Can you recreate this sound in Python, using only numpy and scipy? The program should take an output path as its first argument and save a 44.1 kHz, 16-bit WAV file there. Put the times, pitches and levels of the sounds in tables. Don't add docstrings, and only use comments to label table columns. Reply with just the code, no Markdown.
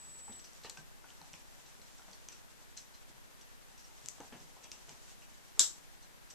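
import sys
import numpy as np
from scipy import signal
from scipy.fft import rfft, irfft, next_fast_len
from scipy.io import wavfile
from scipy.ndimage import uniform_filter1d, map_coordinates

SR = 44100
rng = np.random.default_rng(int(sys.argv[2]) if len(sys.argv) > 2 else 0)


def ratio(d):
    e = np.asarray(d, float) / 20
    return 10 ** e


def wrap_up_sound(samples):
    columns = np.atleast_2d(samples).T
    tamed = np.clip(columns, -1, 1)
    steps = np.round(tamed * 32767).astype(np.int16)
    wavfile.write(sys.argv[1], SR, steps)


N = 279594
TAIL = SR // 4

# pitch_hz, level_db (per Hz)
HISS_SUM = [(12, -31), (20, 9), (43, 2), (80, -2), (270, -2), (484, -2.5), (966, -3.5), (1310, -12.5),
            (1780, -4.5), (4690, -7), (6180, -10), (13800, -11), (15000, -46)]
HISS_DIFFERENCE = [(20, -18), (200, 0), (600, -5), (1270, -6.5), (1640, -5), (2280, -10), (5850, -15),
                   (13400, -17.5), (15000, -25)]
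# pitch_hz, left_minus_right_db
HISS_LEAN = [(60, -0.5), (180, 1.5), (540, 6.5), (1620, 6.5), (4870, 2), (14600, 1)]
# time_s, pitch_hz, level_db, left_minus_right_db
LENS_WHINE = [
    (0.0, 7820, -54.5, -1.0),
    (0.352, 7811, -51.5, 2.5),
    (0.39, 7813, -54.5, 1.5),
    (0.446, 7700, -74, 20),
    (0.456, 7870, -65, 12.5),
    (0.48, 7810, -94, 9.0),
]
# time_s, level_db
RUSTLE_LEVEL = [(0.0, -64), (0.35, -67), (0.58, -62.5), (0.83, -69.5), (1.3, -64), (1.78, -66.5), (2.19, -65),
                (2.59, -68), (3.78, -68.5), (3.99, -63), (4.26, -63.5), (4.6, -66.5), (4.86, -64.5), (5.12, -62),
                (5.28, -68), (5.65, -63), (6.04, -68.5), (6.34, -71)]
# pitch_hz, level_db
FUR_COLOUR = [(1500, -31), (2600, -4), (4100, -4), (5000, -3.5), (6000, 0), (7900, -2), (9500, -12.5),
              (14000, -19)]
DRAG_COLOUR = [(80, -12.5), (160, 0.5), (400, -5.5), (850, 1.5), (1500, -0.5), (2500, -9), (5000, -39.5)]
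# start_s, level_db (peak), pitch_hz
THUMPS = [(0.068, -56, 155), (0.29, -42, 226), (0.334, -53.5, 266), (0.644, -53, 436), (0.782, -51.5, 156),
          (1.209, -56, 167), (1.329, -53.5, 166), (1.788, -54.5, 220), (2.079, -54, 194), (3.096, -53, 318),
          (3.13, -59, 126), (4.036, -54.5, 135), (4.198, -41, 281), (4.322, -41, 240), (4.345, -48, 167),
          (4.4, -52.5, 157), (4.881, -54, 152), (4.92, -59, 154), (5.593, -36, 360)]
# start_s, level_db (peak), pitch_hz
KNOCKS = [(0.279, -45.5, 810), (0.645, -40, 468), (0.654, -60, 1020), (0.771, -44, 1554), (1.04, -46, 1460),
          (1.213, -46, 840), (1.993, -50.5, 1400), (2.082, -51.5, 640), (3.897, -58, 900),
          (4.181, -53, 646), (4.202, -42, 507), (4.212, -46, 804), (4.323, -45.5, 794), (4.336, -52, 600),
          (4.564, -51, 420), (4.883, -50.5, 408), (5.574, -48, 440)]
# start_s, level_db (peak), pitch_hz, stroke_s
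SCUFFS = [(0.318, -47.5, 3670, 0.042), (0.3914, -45, 5800, 0.025), (0.4404, -43, 5380, 0.039),
          (0.633, -41, 4200, 0.04), (0.6512, -42, 4870, 0.026), (0.6584, -61, 4100, 0.025),
          (0.7716, -40.5, 5470, 0.019), (1.0865, -51, 2800, 0.023), (1.2444, -55, 4100, 0.03),
          (1.657, -50.5, 4080, 0.023), (1.813, -46, 4040, 0.024), (1.977, -54, 8000, 0.041),
          (2.1256, -48, 4710, 0.043), (2.3176, -46.5, 7360, 0.058), (2.7626, -43.5, 6500, 0.18),
          (2.7894, -52, 6160, 0.04), (2.9372, -54, 4170, 0.047), (3.41, -44.5, 7000, 0.017),
          (3.7743, -46.5, 5920, 0.034), (3.7892, -48.5, 6150, 0.044), (4.631, -47, 6050, 0.056),
          (4.7147, -34.5, 5420, 0.017), (4.8908, -37.5, 6640, 0.019), (5.2174, -52.5, 2770, 0.041),
          (6.0194, -55, 4160, 0.06), (6.2912, -55, 4050, 0.031), (6.2986, -43, 6960, 0.077)]
# start_s, level_db (peak), pitch_hz
TICKS = [(0.532, -48, 5930), (0.578, -55, 7960), (0.646, -44, 4200), (0.6993, -36, 4230),
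         (0.7716, -42, 2600), (1.1027, -45, 3020), (1.2146, -44, 4130), (1.3314, -38.5, 5770),
         (1.3375, -42.5, 2550), (2.1125, -46, 5900), (2.1318, -45, 4500), (2.2855, -33.5, 6070),
         (2.329, -47, 7700), (4.2028, -40.5, 6100), (4.4024, -51, 5390), (4.6422, -40, 6000),
         (4.891, -41, 6600), (5.5199, -58, 3570)]
# start_s, level_db (peak), pitch_hz
SCRAPES = [(0.6464, -42.5, 1850), (0.6544, -51, 2890), (1.3369, -50, 2390), (2.2852, -50, 2450),
           (2.3221, -54, 2620), (4.3231, -49.5, 1750), (4.6423, -48.5, 3300), (4.7162, -49.5, 2740),
           (4.8923, -55, 2380)]
# start_s, level_db (peak), pitch_hz
LEG_RINGS = [(0.655, -49, 4020), (2.7734, -48, 4110), (2.938, -55.5, 4110)]
# start_s, level_db (peak), pitch_hz
PLUCKS = [(0.6962, -22.5, 5950), (2.7736, -27.5, 5650), (4.0588, -24, 5800), (4.0851, -18.5, 6300),
          (4.7156, -28, 5450)]
# time_s, pitch_hz, level_db
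SQUEAK = [
    (3.838, 5850, -81),
    (3.844, 5770, -58),
    (3.852, 5500, -59),
    (3.86, 5200, -68),
    (3.868, 5100, -80),
]
# pitch_hz, level_db
FLOOR_COLOUR = [(40, -11), (100, 3.5), (160, 1), (250, 4.5), (450, 3), (900, -10), (2000, -7), (14000, -70)]
WOOD_COLOUR = [(100, -20.5), (400, -8), (850, 7), (1500, -4.5), (2000, -5.5), (3000, -15), (14000, -46)]
CLAW_COLOUR = [(300, -62), (1500, -11), (2200, -11.5), (2600, -5), (3300, -6), (4100, -7), (5000, -4.5),
               (6000, 3), (7000, -9.5), (7900, 0), (8800, -19), (9500, -25), (14000, -26)]
GRAIN_COLOUR = [(300, -2), (1000, 2), (1600, -6.5), (2800, 4.5), (4000, -8), (6000, -12), (14000, -46)]
LOOP_COLOUR = [(300, -58), (1500, -23), (2600, -12), (4200, -9), (6300, 5), (7900, 3.5), (9500, -19),
               (15000, -26)]
# start_s, level_db (peak)
SNAP = [
    (5.594, -8.5),
]
# pitch_hz, level_db
SNAP_LEFT = [(100, -46), (400, -33), (1500, -21.5), (2500, -24.5), (3700, -8.5), (4600, -12.5),
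             (5800, -10.5), (6400, -10.5), (7200, -1), (8000, -2), (8800, -17), (9500, -23), (12500, -22.5),
             (14000, -38)]
SNAP_RIGHT = [(100, -45), (400, -41), (1500, -19), (2500, -27), (3700, -9), (4400, -15.5), (5200, -7),
              (6400, -7.5), (7000, -12), (7900, -15), (8800, -28), (9500, -24), (12500, -43), (14000, -34)]
# pitch_hz, level_db, t60_s, left_minus_right_db
SNAP_PORT_RINGS = [(7340, -0.5, .016, 8), (8424, -7.5, .014, 15.5), (6300, -3, 0.0056, 3), (5200, -10, .008, 2),
                   (3770, -8.5, 0.016, -1.5)]
# pitch_hz, t60_s
ROOM_DECAY = [(150, 0.46), (600, 0.37), (2000, 0.23), (10000, 0.26)]
# pitch_hz, difference_to_sum_db
ROOM_WIDTH = [(200, -12), (1500, -10), (3000, -2.5), (6000, 1.5)]


def unit(x):
    return x / np.sqrt(np.mean(x ** 2) + 1e-20)


def along(points, hz):
    f, v = np.transpose(points)
    return np.interp(np.log(hz + 1), np.log(f + 1), v)


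def curves(rows):
    s, *cols = np.transpose(rows)
    return [np.interp(np.arange(N) / SR, s, c) for c in cols]


def coloured(x, *spectra):
    m = next_fast_len(x.shape[-1] + TAIL)
    hz = np.fft.rfftfreq(m, 1 / SR)
    level_db = sum(along(s, hz) for s in spectra)
    cepstrum = irfft(np.log(ratio(level_db)), m)
    cepstrum[1:m // 2] *= 2
    cepstrum[m // 2 + 1:] = 0
    return irfft(rfft(x, m) * np.exp(rfft(cepstrum)), m)[..., :x.shape[-1]]


def response(spectrum):
    return coloured(signal.unit_impulse(TAIL // 8), spectrum)


def pan(db):
    return ratio(np.multiply.outer([.5, -.5], db))


def tone(rows):
    hz, db = curves(rows)[:2]
    t = np.arange(N) / SR
    sounding = (t >= rows[0][0]) * (t < rows[-1][0])
    return 2 * np.pi * np.cumsum(hz) / SR, np.sqrt(2) * ratio(db) * sounding


def room(hit, spread, wet_db):
    hz, t, z = signal.stft(rng.standard_normal((2, TAIL)), SR, nperseg=256)
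    z[1] *= ratio(along(ROOM_WIDTH, hz))[:, None]
    decay = ratio(-60 * t / along(ROOM_DECAY, hz)[:, None])
    mid, side = signal.istft(z * decay, SR, nperseg=256)[1][:, :TAIL]
    first_walls = np.clip(np.arange(TAIL) / SR / 0.0035 - 1, 0, 1)
    tail = np.array([mid + side, mid - side]) * first_walls
    spread = spread * np.linalg.norm(hit) / np.linalg.norm(spread)
    wet = signal.fftconvolve(spread, tail / np.linalg.norm(tail[0]), axes=1)[:, :TAIL]
    direct = np.pad(hit, ((0, 0), (0, TAIL - hit.shape[1])))
    return direct + ratio(wet_db) * wet


def add(track, s, sound):
    track[:, round(s * SR):][:, :sound.shape[1]] += sound


def contacts(rows, body, t60_s, cycles, wet_db, far, ring, dulls, rise, lead, wander, gain_db, side_db):
    track, t = np.zeros((2, N + TAIL)), np.arange(TAIL // 3) / SR
    knock = response(body)
    sides = pan(side_db)[:, None]
    usual_db, usual_hz = np.mean(rows, axis=0)[1:3]
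    for s, db, hz, *stroke in rows:
        t60 = max(t60_s + sum(stroke) + cycles / hz, 1e-3)
        share = np.clip(ring * (usual_hz / hz) ** dulls, 0, 1)
        swell = (1 - np.exp(-t / (rise * t60))) * ratio(-60 * t / t60)
        grit = rng.standard_normal(len(t)) * swell
        grit[0] = -lead
        burst = signal.fftconvolve(grit, knock)[:len(t)]
        looseness = wander * np.sqrt(hz / SR) * min(t60 * hz / 200, 1) / 4
        slip = np.cumsum(rng.standard_normal(len(t))) * looseness
        ringing = np.sin(2 * np.pi * hz * t + slip) * swell / swell.max()
        hit = (1 - share) * burst / np.abs(burst).max() + share * ringing
        spread = (1 - share) * unit(knock) + share * unit(ringing[:len(knock)])
        distance_db = wet_db + far * (usual_db - db)
        sound = room(ratio(db + gain_db) * hit * sides, spread * sides, distance_db)
        add(track, s + 0.001188, sound)
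    return track[:, :N]


def hiss():
    mid = ratio(-65) * unit(coloured(rng.standard_normal(N), HISS_SUM))
    side = ratio(-62.5) * unit(coloured(rng.standard_normal(N), HISS_DIFFERENCE))
    half = [(hz, db / 2) for hz, db in HISS_LEAN]
    opposite = [(hz, -db) for hz, db in half]
    return np.array([coloured(mid + side, half), coloured(mid - side, opposite)])


def frame_sag():
    frame_hz = 30.01
    frame = np.arange(int(N / SR * frame_hz))
    late, second, skip, size = rng.random((len(frame), 4)).T
    start = frame / frame_hz + .0155 + .005 * late ** 2
    loads, t = np.zeros((2, N + TAIL)), np.arange(TAIL // 8) / SR
    loads[0, (start * SR).astype(int)] = (skip > .04) * (.5 + 0.67 * size)
    second_start = start + .002 + .006 * second
    loads[1, (second_start * SR).astype(int)] = (skip > .4) * 0.62
    rise = 1 - np.exp(-t / 0.00073)
    dip = rise * (.5 * np.exp(-t / 0.0054) + 0.42 * np.exp(-t / 0.013))
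    regulator = 0.69 * np.sin(2 * np.pi * 1650 * t) * rise * np.exp(-t / 0.0016)
    second_dip = rise * np.exp(-t / 0.0057)
    sag = signal.fftconvolve(loads, [dip + regulator, second_dip], axes=1).sum(0)[:N]
    sag -= uniform_filter1d(sag, int(.06 * SR))
    return ratio(-45.5) * sag * [[-.95], [1.05]]


def whine():
    phase, gain = tone(LENS_WHINE)
    return gain * pan(curves(LENS_WHINE)[2]) * np.sin(phase + [[.6], [-.6]])


def rustle():
    fur_db, = curves(RUSTLE_LEVEL)
    drag_db = -65.5 + 0.22 * (fur_db - fur_db.mean())
    clump_hz = 40
    knots = rng.standard_normal(int(N * clump_hz / SR) + 4)
    clumps = ratio(2.2 * map_coordinates(knots, [np.arange(N) * clump_hz / SR]))
    releases = rng.random(N) < 400 / SR
    grains = releases * ratio(2.6 * rng.exponential(size=N)).clip(0, 8) * rng.standard_normal(N)
    fur = clumps * (0.17 * grains + 0.44 * rng.standard_normal((2, N)))
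    drag = clumps ** .5 * (rng.standard_normal(N) + 0.32 * rng.standard_normal((2, N)))
    fur = ratio(fur_db + 1.5) * unit(coloured(fur, FUR_COLOUR))
    return fur + ratio(drag_db - 4.0) * unit(coloured(drag, DRAG_COLOUR))


def thumps():
    return contacts(THUMPS, FLOOR_COLOUR, t60_s=0.023, cycles=17.3, wet_db=-4, far=0.085, ring=0.39, dulls=0.61,
                    rise=0.041, lead=0, wander=2.4, gain_db=-1.5, side_db=0.7)


def knocks():
    return contacts(KNOCKS, WOOD_COLOUR, t60_s=0.024, cycles=4.7, wet_db=2, far=.3, ring=0.39, dulls=-0.35,
                    rise=.069, lead=4.2, wander=2.2, gain_db=0.5, side_db=1.1)


def scuffs():
    return contacts(SCUFFS, CLAW_COLOUR, t60_s=0, cycles=0, wet_db=3.5, far=.4, ring=0.28, dulls=1.1,
                    rise=0.067, lead=0, wander=4.1, gain_db=-1, side_db=1)


def ticks():
    return contacts(TICKS, CLAW_COLOUR, t60_s=0.0064, cycles=0, wet_db=-5.5, far=.05, ring=0.51, dulls=0.25,
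                    rise=0.015, lead=3.8, wander=1.1, gain_db=4, side_db=1)


def scrapes():
    return contacts(SCRAPES, GRAIN_COLOUR, t60_s=0.017, cycles=0, wet_db=5.8, far=0.19, ring=0.3, dulls=.2,
                    rise=0.07, lead=0, wander=0.97, gain_db=3.7, side_db=2)


def leg_rings():
    return contacts(LEG_RINGS, CLAW_COLOUR, t60_s=0.04, cycles=0, wet_db=-18, far=2.9, ring=0.6, dulls=0,
                    rise=.1, lead=0, wander=0.25, gain_db=3.5, side_db=1)


def plucks():
    return contacts(PLUCKS, LOOP_COLOUR, t60_s=0.0015, cycles=0, wet_db=-6.5, far=.05, ring=0.28, dulls=0,
                    rise=0.011, lead=2.7, wander=.3, gain_db=-2.5, side_db=5)


def squeak():
    phase, gain = tone(SQUEAK)
    return gain * np.sin(phase)


def snap():
    (s, db), = SNAP
    ports = np.array([response(SNAP_LEFT), response(SNAP_RIGHT)])
    t = np.arange(TAIL // 8) / SR
    breaks = 0
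    for lag_s, size in [(0, 0.89), (.0008, 0.43), (.0017, 0.45), (.0029, 0.6)]:
        breaks = breaks + size * np.roll(ports, round(lag_s * SR), axis=1)
    port_ring = 0
    for hz, level_db, t60, side_db in SNAP_PORT_RINGS:
        decay = ratio(level_db - 60 * t / t60)
        port_ring = port_ring + pan(side_db)[:, None] * decay * np.sin(2 * np.pi * hz * t)
    onset = 1 - np.exp(-(t / 0.00035) ** 2)
    crack = breaks / np.abs(breaks).max() + ratio(0.5) * port_ring * onset
    track = np.zeros((2, N + TAIL))
    add(track, s, room(ratio(db + 5.5) * crack / np.abs(crack).max(), ports, wet_db=0.0))
    return track[:, :N]


def scene():
    camera = hiss() + frame_sag() + whine()
    body = rustle() + thumps()
    chair = knocks() + scrapes() + leg_rings() + squeak()
    claws = scuffs() + ticks() + plucks()
    return camera + body + chair + claws + snap()


def low_pass(x):
    return signal.sosfilt(signal.butter(12, 15210, fs=SR, output="sos"), x)


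def record(dry):
    kept = np.fft.rfftfreq(N, 1 / SR) < 14250
    mix = irfft(rfft(dry) * kept, N)
    return low_pass(mix)


dry = scene()
out = record(dry)
wrap_up_sound(out)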